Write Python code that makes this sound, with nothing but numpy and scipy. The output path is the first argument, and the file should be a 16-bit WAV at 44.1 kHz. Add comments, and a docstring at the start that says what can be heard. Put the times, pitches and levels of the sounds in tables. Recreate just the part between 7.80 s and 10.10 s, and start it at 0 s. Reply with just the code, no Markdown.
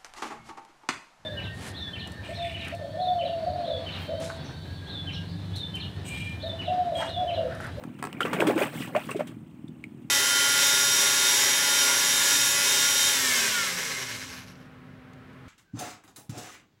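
"""Lake water slops between the planks and floats of a wooden raft, close by.
Each slap throws spray and traps air that rings as short bubbles; the wood taps faintly and a last
drop falls. Far off, a boat engine chugs steadily, a thump and a puff per firing, under a faint hiss."""
import sys
import numpy as np
from scipy import signal
from scipy.io import wavfile

SR = 44100
rng = np.random.default_rng(int(sys.argv[2]) if len(sys.argv) > 2 else 0)


def to_wav(s):
    """Save 16-bit WAV."""
    ch = np.atleast_2d(s).T  # columns
    pcm = np.round(np.clip(ch, -1, 1) * 32767)  # PCM
    wavfile.write(sys.argv[1], SR, pcm.astype(np.int16))


N = 101429
T = np.arange(N) / SR

# Engine speed. Each row: time in seconds, firings per second.
FIRING_RATE_HZ = [(0, 40.6), (1.1, 41.2), (1.6, 40.3), (1.95, 39.7), (2.1, 38.9), (2.3, 40)]
# Engine loudness. Each row: time in seconds, level in dB.
ENGINE_LEVEL_DB = [(0, -36.5), (.15, -42.5), (.35, -40.5), (1.0, -38.5), (1.4, -40), (1.65, -44.5),
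                   (2.3, -46)]
# Distant exhaust. Each row: frequency in Hz, relative gain in dB.
EXHAUST_SPECTRUM = [(30, -72), (50, -30), (80, -18), (125, 1), (165, 1.5), (200, 0), (245, 3), (315, -2.5),
                    (370, -10), (450, -23), (700, -52), (3000, -106.5)]
# Open-air hiss. Each row: frequency in Hz, relative density in dB.
AIR_SPECTRUM = [(30, -6.5), (100, 16), (500, -2), (900, -4), (1600, -11.5), (2900, -18.5), (4200, -40),
                (7000, -27), (15000, -43)]
# Water motion. Each row: time in seconds, then low, middle and treble relative levels in dB.
CHURN_LEVELS_DB = [(0, -41.5, -63, -65.5), (.16, -63.5, -61.5, -71.5), (.29, -49, -54, -64.5),
                   (.395, -50.5, -54, -67.5), (.43, -41.5, -67, -54), (.505, -39, -40.5, -56.5),
                   (0.569, -32, -38.5, -52.5), (.65, -27, -45.5, -53), (0.703, -28, -35, -44.5),
                   (0.751, -31.5, -50.5, -56), (.79, -37.5, -29, -42), (0.832, -24.5, -35.5, -42),
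                   (0.903, -53, -48, -56), (.94, -41, -50, -51.5), (1.027, -52.5, -38.5, -45),
                   (1.116, -44, -57, -62), (1.185, -46.5, -40, -54.5), (1.26, -54, -52.5, -54),
                   (1.41, -80, -51.5, -65.5), (1.455, -63, -58, -65), (1.52, -57, -61, -69),
                   (1.601, -84, -71, -75)]
# Centres of the low, middle and treble bands in Hz.
CHURN_CENTRES_HZ = [500, 2270, 3260]
# Bubble swarm balance. Each row: pitch in Hz, relative level per octave band in dB.
SWARM_SPECTRUM = [(140, -1.5), (300, -4), (600, -2.5), (1000, -2), (1500, -1), (2000, -0.5), (2700, 5.5),
                  (3300, 0), (4200, -6.5), (6000, -10.5), (9000, -3), (15000, -4)]
# Spray and fizz. Each row: frequency in Hz, relative density in dB.
SPRAY_SPECTRUM = [(1500, -36), (3200, 15.5), (4200, 1.5), (6000, -1.5), (8000, 0.5), (11000, -1),
                  (16000, -11)]
# Taps of wood and falling drops. 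Each row: start in seconds, knock in dB, click in dB,
# click decay in seconds.
TAP_EVENTS = [(0.0371, -41.5, -46.5, 0.0025), (0.2257, -30.5, -37, 0.0028), (0.2394, -31.5, -38.5, 0.0014),
              (.2505, -34.5, -42.5, 0.0054), (0.2699, -36, -47, 0.0025), (0.328, -47, -45.5, 0.0025),
              (1.307, -54, -41, 0.011), (1.883, -68, -58, 0.0024), (2.0397, -65, -51, 0.0019)]
# Wood resonances. Each row: frequency in Hz, relative level in dB, time to fall 60 dB in seconds.
WOOD_MODES = [(427, 1, 0.048), (730, 2.5, 0.06), (903, 7.5, 0.022), (1105, 9, 0.024), (1318, 4.5, 0.049),
              (1660, 7.5, 0.024), (1995, 9.5, 0.01), (2540, -1, 0.028), (3120, 0, 0.0095)]
# Click of a tap. Each row: frequency in Hz, relative density in dB.
CLICK_SPECTRUM = [(1500, -20), (4000, 0.5), (6500, -3), (8200, 4.5), (11000, -7.5), (16000, -10)]
# Wavelets hitting wood. Each row: start in seconds, body in dB, spray in dB, rise and decay in seconds.
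SLAP_EVENTS = [(0.183, -46.5, -56, 0.0095, 0.01), (0.404, -26.5, -38, 0.0036, 0.016),
               (0.45, -26, -48, 0.0016, 0.021), (0.53, -24.5, -36.5, 0.0032, 0.014),
               (0.6, -32, -35.5, 0.0013, 0.02), (0.6684, -27, -33, 0.0023, 0.014),
               (0.777, -24, -52, 0.0028, 0.0042), (0.822, -31.5, -42, 0.0019, 0.012),
               (1.150, -25.5, -51, 0.0024, 0.0068), (1.161, -31, -43, 0.0037, 0.0091),
               (1.286, -34, -54.5, 0.006, 0.022), (1.314, -34, -52, 0.0032, 0.0038),
               (1.363, -48, -48.5, 0.0017, 0.018), (1.392, -35, -51, 0.0042, 0.017),
               (1.405, -36.5, -75, 0.0028, 0.0048), (1.469, -47, -47.5, 0.005, 0.014)]
# Body of a slap. Each row: frequency in Hz, relative density in dB.
SLAP_SPECTRUM = [(150, -21), (400, 16), (750, 2), (1300, 7.5), (1900, 3), (2700, 1), (3400, -24),
                 (4300, -21.5), (8000, -29.5)]
# Distinct air pockets and drops. 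Each row: start in seconds, pitch in Hz, level in dB,
# decay in seconds, glide in octaves per second.
PLOP_EVENTS = [(.243, 398, -34.5, 0.022, -0.5), (0.329, 2820, -21, 0.00065, 0),
               (.368, 2300, -37.5, .005, 1), (0.406, 1390, -5, 0.0012, 6), (0.4086, 3155, -21, 0.0026, -14),
               (0.4158, 1273, -19, 0.0058, 18), (0.431, 3000, -17.5, 0.0026, 15),
               (0.47, 1157, -28, 0.01, 3.5), (0.53, 1185, -16.5, 0.0017, -2),
               (0.5984, 626, -13.5, 0.0038, -5), (0.6019, 364.6, -18, 0.017, -6),
               (0.6055, 2510, -4.5, 0.00079, -12), (0.6183, 1520, -12.5, 0.0026, 18),
               (0.624, 435, -2, 0.0024, 5), (.6233, 875, -5.5, 0.0014, 12), (0.641, 240, -25, 0.019, -24),
               (0.67, 270, -11, 0.0086, 20.5), (.679, 537, -20, 0.0061, 7), (.684, 383, -10, 0.0087, 10.5),
               (.6989, 587, -6, 0.0028, -23), (0.706, 394, -15, 0.011, -11.5),
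               (0.76, 282, -8.5, 0.0073, 28), (.7761, 473, -18.5, 0.013, 20.5),
               (0.8128, 375, -11, 0.0075, 8), (.8129, 583, -10, 0.0051, 1), (0.8153, 1050, -13, 0.00069, 2),
               (0.8212, 2530, -17.5, 0.0041, -14), (0.8239, 457, -12, 0.0022, -3),
               (1.1498, 1063, -6, 0.00097, -14), (1.1518, 585, -14.5, 0.011, 4),
               (1.1624, 638, -14, 0.009, 16.5), (1.1636, 2370, -11.5, 0.00072, 0),
               (1.291, 1110, -29.5, 0.012, -1), (1.314, 2614, -23, 0.0027, 17),
               (1.347, 643, -24, 0.0068, 1), (1.3564, 358, -12, 0.0057, 11), (1.392, 573, -21, 0.009, 4),
               (1.4075, 647, -7, 0.0021, -19), (1.8806, 3550, -45, 0.0027, 1),
               (2.0401, 2367, -23, 0.0019, -36)]
# Microphone response. Each row: frequency in Hz, gain in dB.
MIC_RESPONSE = [(15, -11), (45, -8.5), (80, 0), (7300, 0.5), (8300, 5.5), (9200, 2), (10200, -3.5),
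                (13000, -1.5), (15000, 6), (16000, 3)]


def amp(db):
    """Decibels to gain."""
    return 10 ** (np.asarray(db) / 20)


def unit_rms(x):
    """Scale to rms 1."""
    return x / np.sqrt(np.mean(x ** 2) + 1e-20)


def spectrum_db(spectrum, hz):
    """Interpolate a spectrum over log frequency."""
    knots_hz, db = np.transpose(spectrum)
    return np.interp(np.log(hz + 1), np.log(knots_hz + 1), db)


def add(mix, start_s, sound):
    """Mix a sound in at start_s."""
    part = mix[max(round(start_s * SR), 0):][:len(sound)]
    part += sound[:len(part)]


def colour(x, spectrum, size=4096):
    """Minimum-phase filter with the given spectrum."""
    log_gain = np.log(amp(spectrum_db(spectrum, abs(np.fft.fftfreq(size, 1 / SR)))))
    impulse = np.fft.ifft(np.exp(signal.hilbert(log_gain).conj())).real
    return signal.fftconvolve(x, impulse)[:len(x)]


def noise(spectrum):
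    """Coloured noise, rms 1."""
    return unit_rms(colour(rng.standard_normal(N), spectrum))


def burst(start_s, rise_s, decay_s):
    """Linear rise, exponential fall."""
    age_s = T - start_s
    return np.clip(age_s / rise_s, 0, 1) * np.exp(-np.maximum(age_s - rise_s, 0) / decay_s)


def engine(max_firings=120, jitter_s=0.00041, uneven_db=4.5, echo_s=0.0132, echo_db=-13, puff_s=0.053):
    """Uneven firings, each a thump and a puff, dulled by distance and echoed once."""
    cycles = np.cumsum(np.interp(T, *np.transpose(FIRING_RATE_HZ))) / SR
    firings_s = T[1:][np.diff(np.floor(cycles)) > 0]
    thumps = np.zeros(N)
    for due_s, (late, strong) in zip(firings_s, rng.standard_normal((max_firings, 2))):
        start_s, db = due_s + jitter_s * late, uneven_db * strong
        add(thumps, start_s, amp([db]))
        add(thumps, start_s + echo_s, amp([db + echo_db]))
    puff_envelope = signal.lfilter([1], [1, -np.exp(-1 / (puff_s * SR))], thumps)
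    puffs = puff_envelope * rng.standard_normal(N)
    exhaust = colour(unit_rms(thumps) + 0.95 * unit_rms(puffs), EXHAUST_SPECTRUM)
    return amp(np.interp(T, *np.transpose(ENGINE_LEVEL_DB))) * unit_rms(exhaust)


def air(level_db=-55.5):
    """Faint hiss of the open lake."""
    return amp(level_db) * noise(AIR_SPECTRUM)


def bubble(hz, decay_s, glide_oct_per_s, wobble=np.zeros((2, 1)), wobble_oct=0.05, wobble_db=1.5):
    """Trapped air rings and glides as it dies; the two wobble rows bend pitch and level."""
    t = np.arange(0, 7 * decay_s, 1 / SR)
    # One wobble point per 1.5 cycles.
    bend, swell = (np.interp(t * hz / 1.5, np.arange(len(row)), row) for row in wobble)
    octaves = glide_oct_per_s * np.minimum(t, 3 * decay_s) + wobble_oct * bend
    cycles = np.cumsum(hz * 2 ** octaves) / SR
    envelope = (1 - np.exp(-t * hz)) * np.exp(-t / decay_s)
    return amp(wobble_db * swell) * envelope * np.sin(2 * np.pi * cycles)


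def churn(sizes=110, rate_at_1khz_per_s=27, spread_db=3.3, ring_at_1khz_cycles=4.3, gain_db=-14):
    """Swarms of small bubbles of every size follow the motion of the water."""
    times_s, *bands_db = np.transpose(CHURN_LEVELS_DB)
    bands_db = np.array([np.interp(T, times_s, band) for band in bands_db])
    swarm = np.zeros(N)
    for hz in np.geomspace(170, 15500, sizes):
        khz = hz / 1000
        onsets = np.flatnonzero(rng.random(N) < rate_at_1khz_per_s * khz ** 0.8 / SR)
        strength = rng.standard_normal(N)[onsets]
        pops = np.zeros(N)
        pops[onsets] = np.sign(strength) * amp(spread_db * np.minimum(strength ** 2, 3))
        pops = unit_rms(pops)
        shares = np.array([np.interp(np.log(hz), np.log(CHURN_CENTRES_HZ), row) for row in np.eye(3)])
        pops[onsets] *= amp(shares @ bands_db[:, onsets] + spectrum_db(SWARM_SPECTRUM, hz))
        decay_s = ring_at_1khz_cycles * khz ** 0.37 / hz
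        ring = bubble(hz, decay_s, glide_oct_per_s=0.047 / decay_s)
        swarm += signal.oaconvolve(pops, ring / np.linalg.norm(ring))[:N]
    return amp(gain_db) * swarm


def fizz(gain_db=-8, flicker_db=5.5, flicker_s=0.011):
    """Fine, flickering fizz follows the treble of the churning water."""
    times_s, *_, treble_db = np.transpose(CHURN_LEVELS_DB)
    flicker = np.interp(T, np.arange(N) * flicker_s, rng.standard_normal(N))
    level_db = gain_db + np.interp(T, times_s, treble_db) + flicker_db * flicker
    return amp(level_db) * noise(SPRAY_SPECTRUM)


def droplets(count=150, low_hz=3000, high_hz=11050, gain_db=7, spread_db=12):
    """Tiny drops tick back onto the surface; their level follows the spray that throws them."""
    times_s, *_, treble_db = np.transpose(CHURN_LEVELS_DB)
    ticks = np.zeros(N)
    for when, pitch, strength in rng.random((count, 3)):
        start_s = when * times_s[-1]
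        hz = low_hz * (high_hz / low_hz) ** pitch
        db = np.interp(start_s, times_s, treble_db) + gain_db + spread_db * strength ** 2
        add(ticks, start_s, amp(db) * bubble(hz, decay_s=0.0005, glide_oct_per_s=0))
    return ticks


def taps(rise_s=0.0008):
    """Each tap clicks and rings a few short modes of the wood."""
    t, knocks = T[:SR // 5], np.zeros(N)
    for start_s, knock_db, _, _ in TAP_EVENTS:
        ring = sum(amp(db - 60 * t / t60_s) * np.sin(2 * np.pi * (hz * t + rng.random()))
                   for hz, db, t60_s in WOOD_MODES)
        ring *= np.minimum(t / rise_s, 1)
        add(knocks, start_s, amp(knock_db) * ring / np.std(ring[:SR // 200]))  # level over first 5 ms
    clicks = sum(amp(db) * burst(start_s, rise_s, decay_s) for start_s, _, db, decay_s in TAP_EVENTS)
    return knocks + clicks * noise(CLICK_SPECTRUM)


def slaps():
    """Wavelets hit the wood: a dull smack with a fizz of spray."""
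    body, spray = np.zeros((2, N))
    for start_s, body_db, spray_db, rise_s, decay_s in SLAP_EVENTS:
        envelope = burst(start_s, rise_s, decay_s)
        body += amp(body_db) * envelope
        spray += amp(spray_db) * envelope
    return body * noise(SLAP_SPECTRUM) + spray * noise(SPRAY_SPECTRUM)


def plops(wobble_below_hz=500):
    """Air pockets and single drops ring once; large pockets wobble as they change shape."""
    rings = np.zeros(N)
    for start_s, hz, db, decay_s, glide_oct_per_s in PLOP_EVENTS:
        wobble = (hz < wobble_below_hz) * rng.standard_normal((2, 32))
        add(rings, start_s, amp(db) * bubble(hz, decay_s, glide_oct_per_s, wobble))
    return rings


def plank_echoes(x, level_db=-13, decay_s=0.015, gap_s=0.002, density=0.06):
    """Add quick reflections scattered between planks and water."""
    t = T[:SR // 6]
    reflections = rng.standard_normal(len(t)) * (rng.random(len(t)) < density)
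    tail = reflections * np.exp(-t / decay_s) * (t > gap_s)
    return x + amp(level_db) * signal.fftconvolve(x, tail / np.linalg.norm(tail))[:N]


def scene():
    """Water and wood close by, engine and air behind; mono."""
    raft = plops() + slaps() + churn() + fizz() + droplets() + taps()
    return (plank_echoes(raft) + engine() + air())[None]


def record(dry, cutoff_hz=15800):
    """Microphone bass roll-off and treble peaks, then a low-pass."""
    lowpass = signal.firwin(511, cutoff_hz, window=("kaiser", 9), fs=SR)
    return signal.oaconvolve(colour(dry[0], MIC_RESPONSE), lowpass, "same")[None]


dry = scene()
out = record(dry)
to_wav(out)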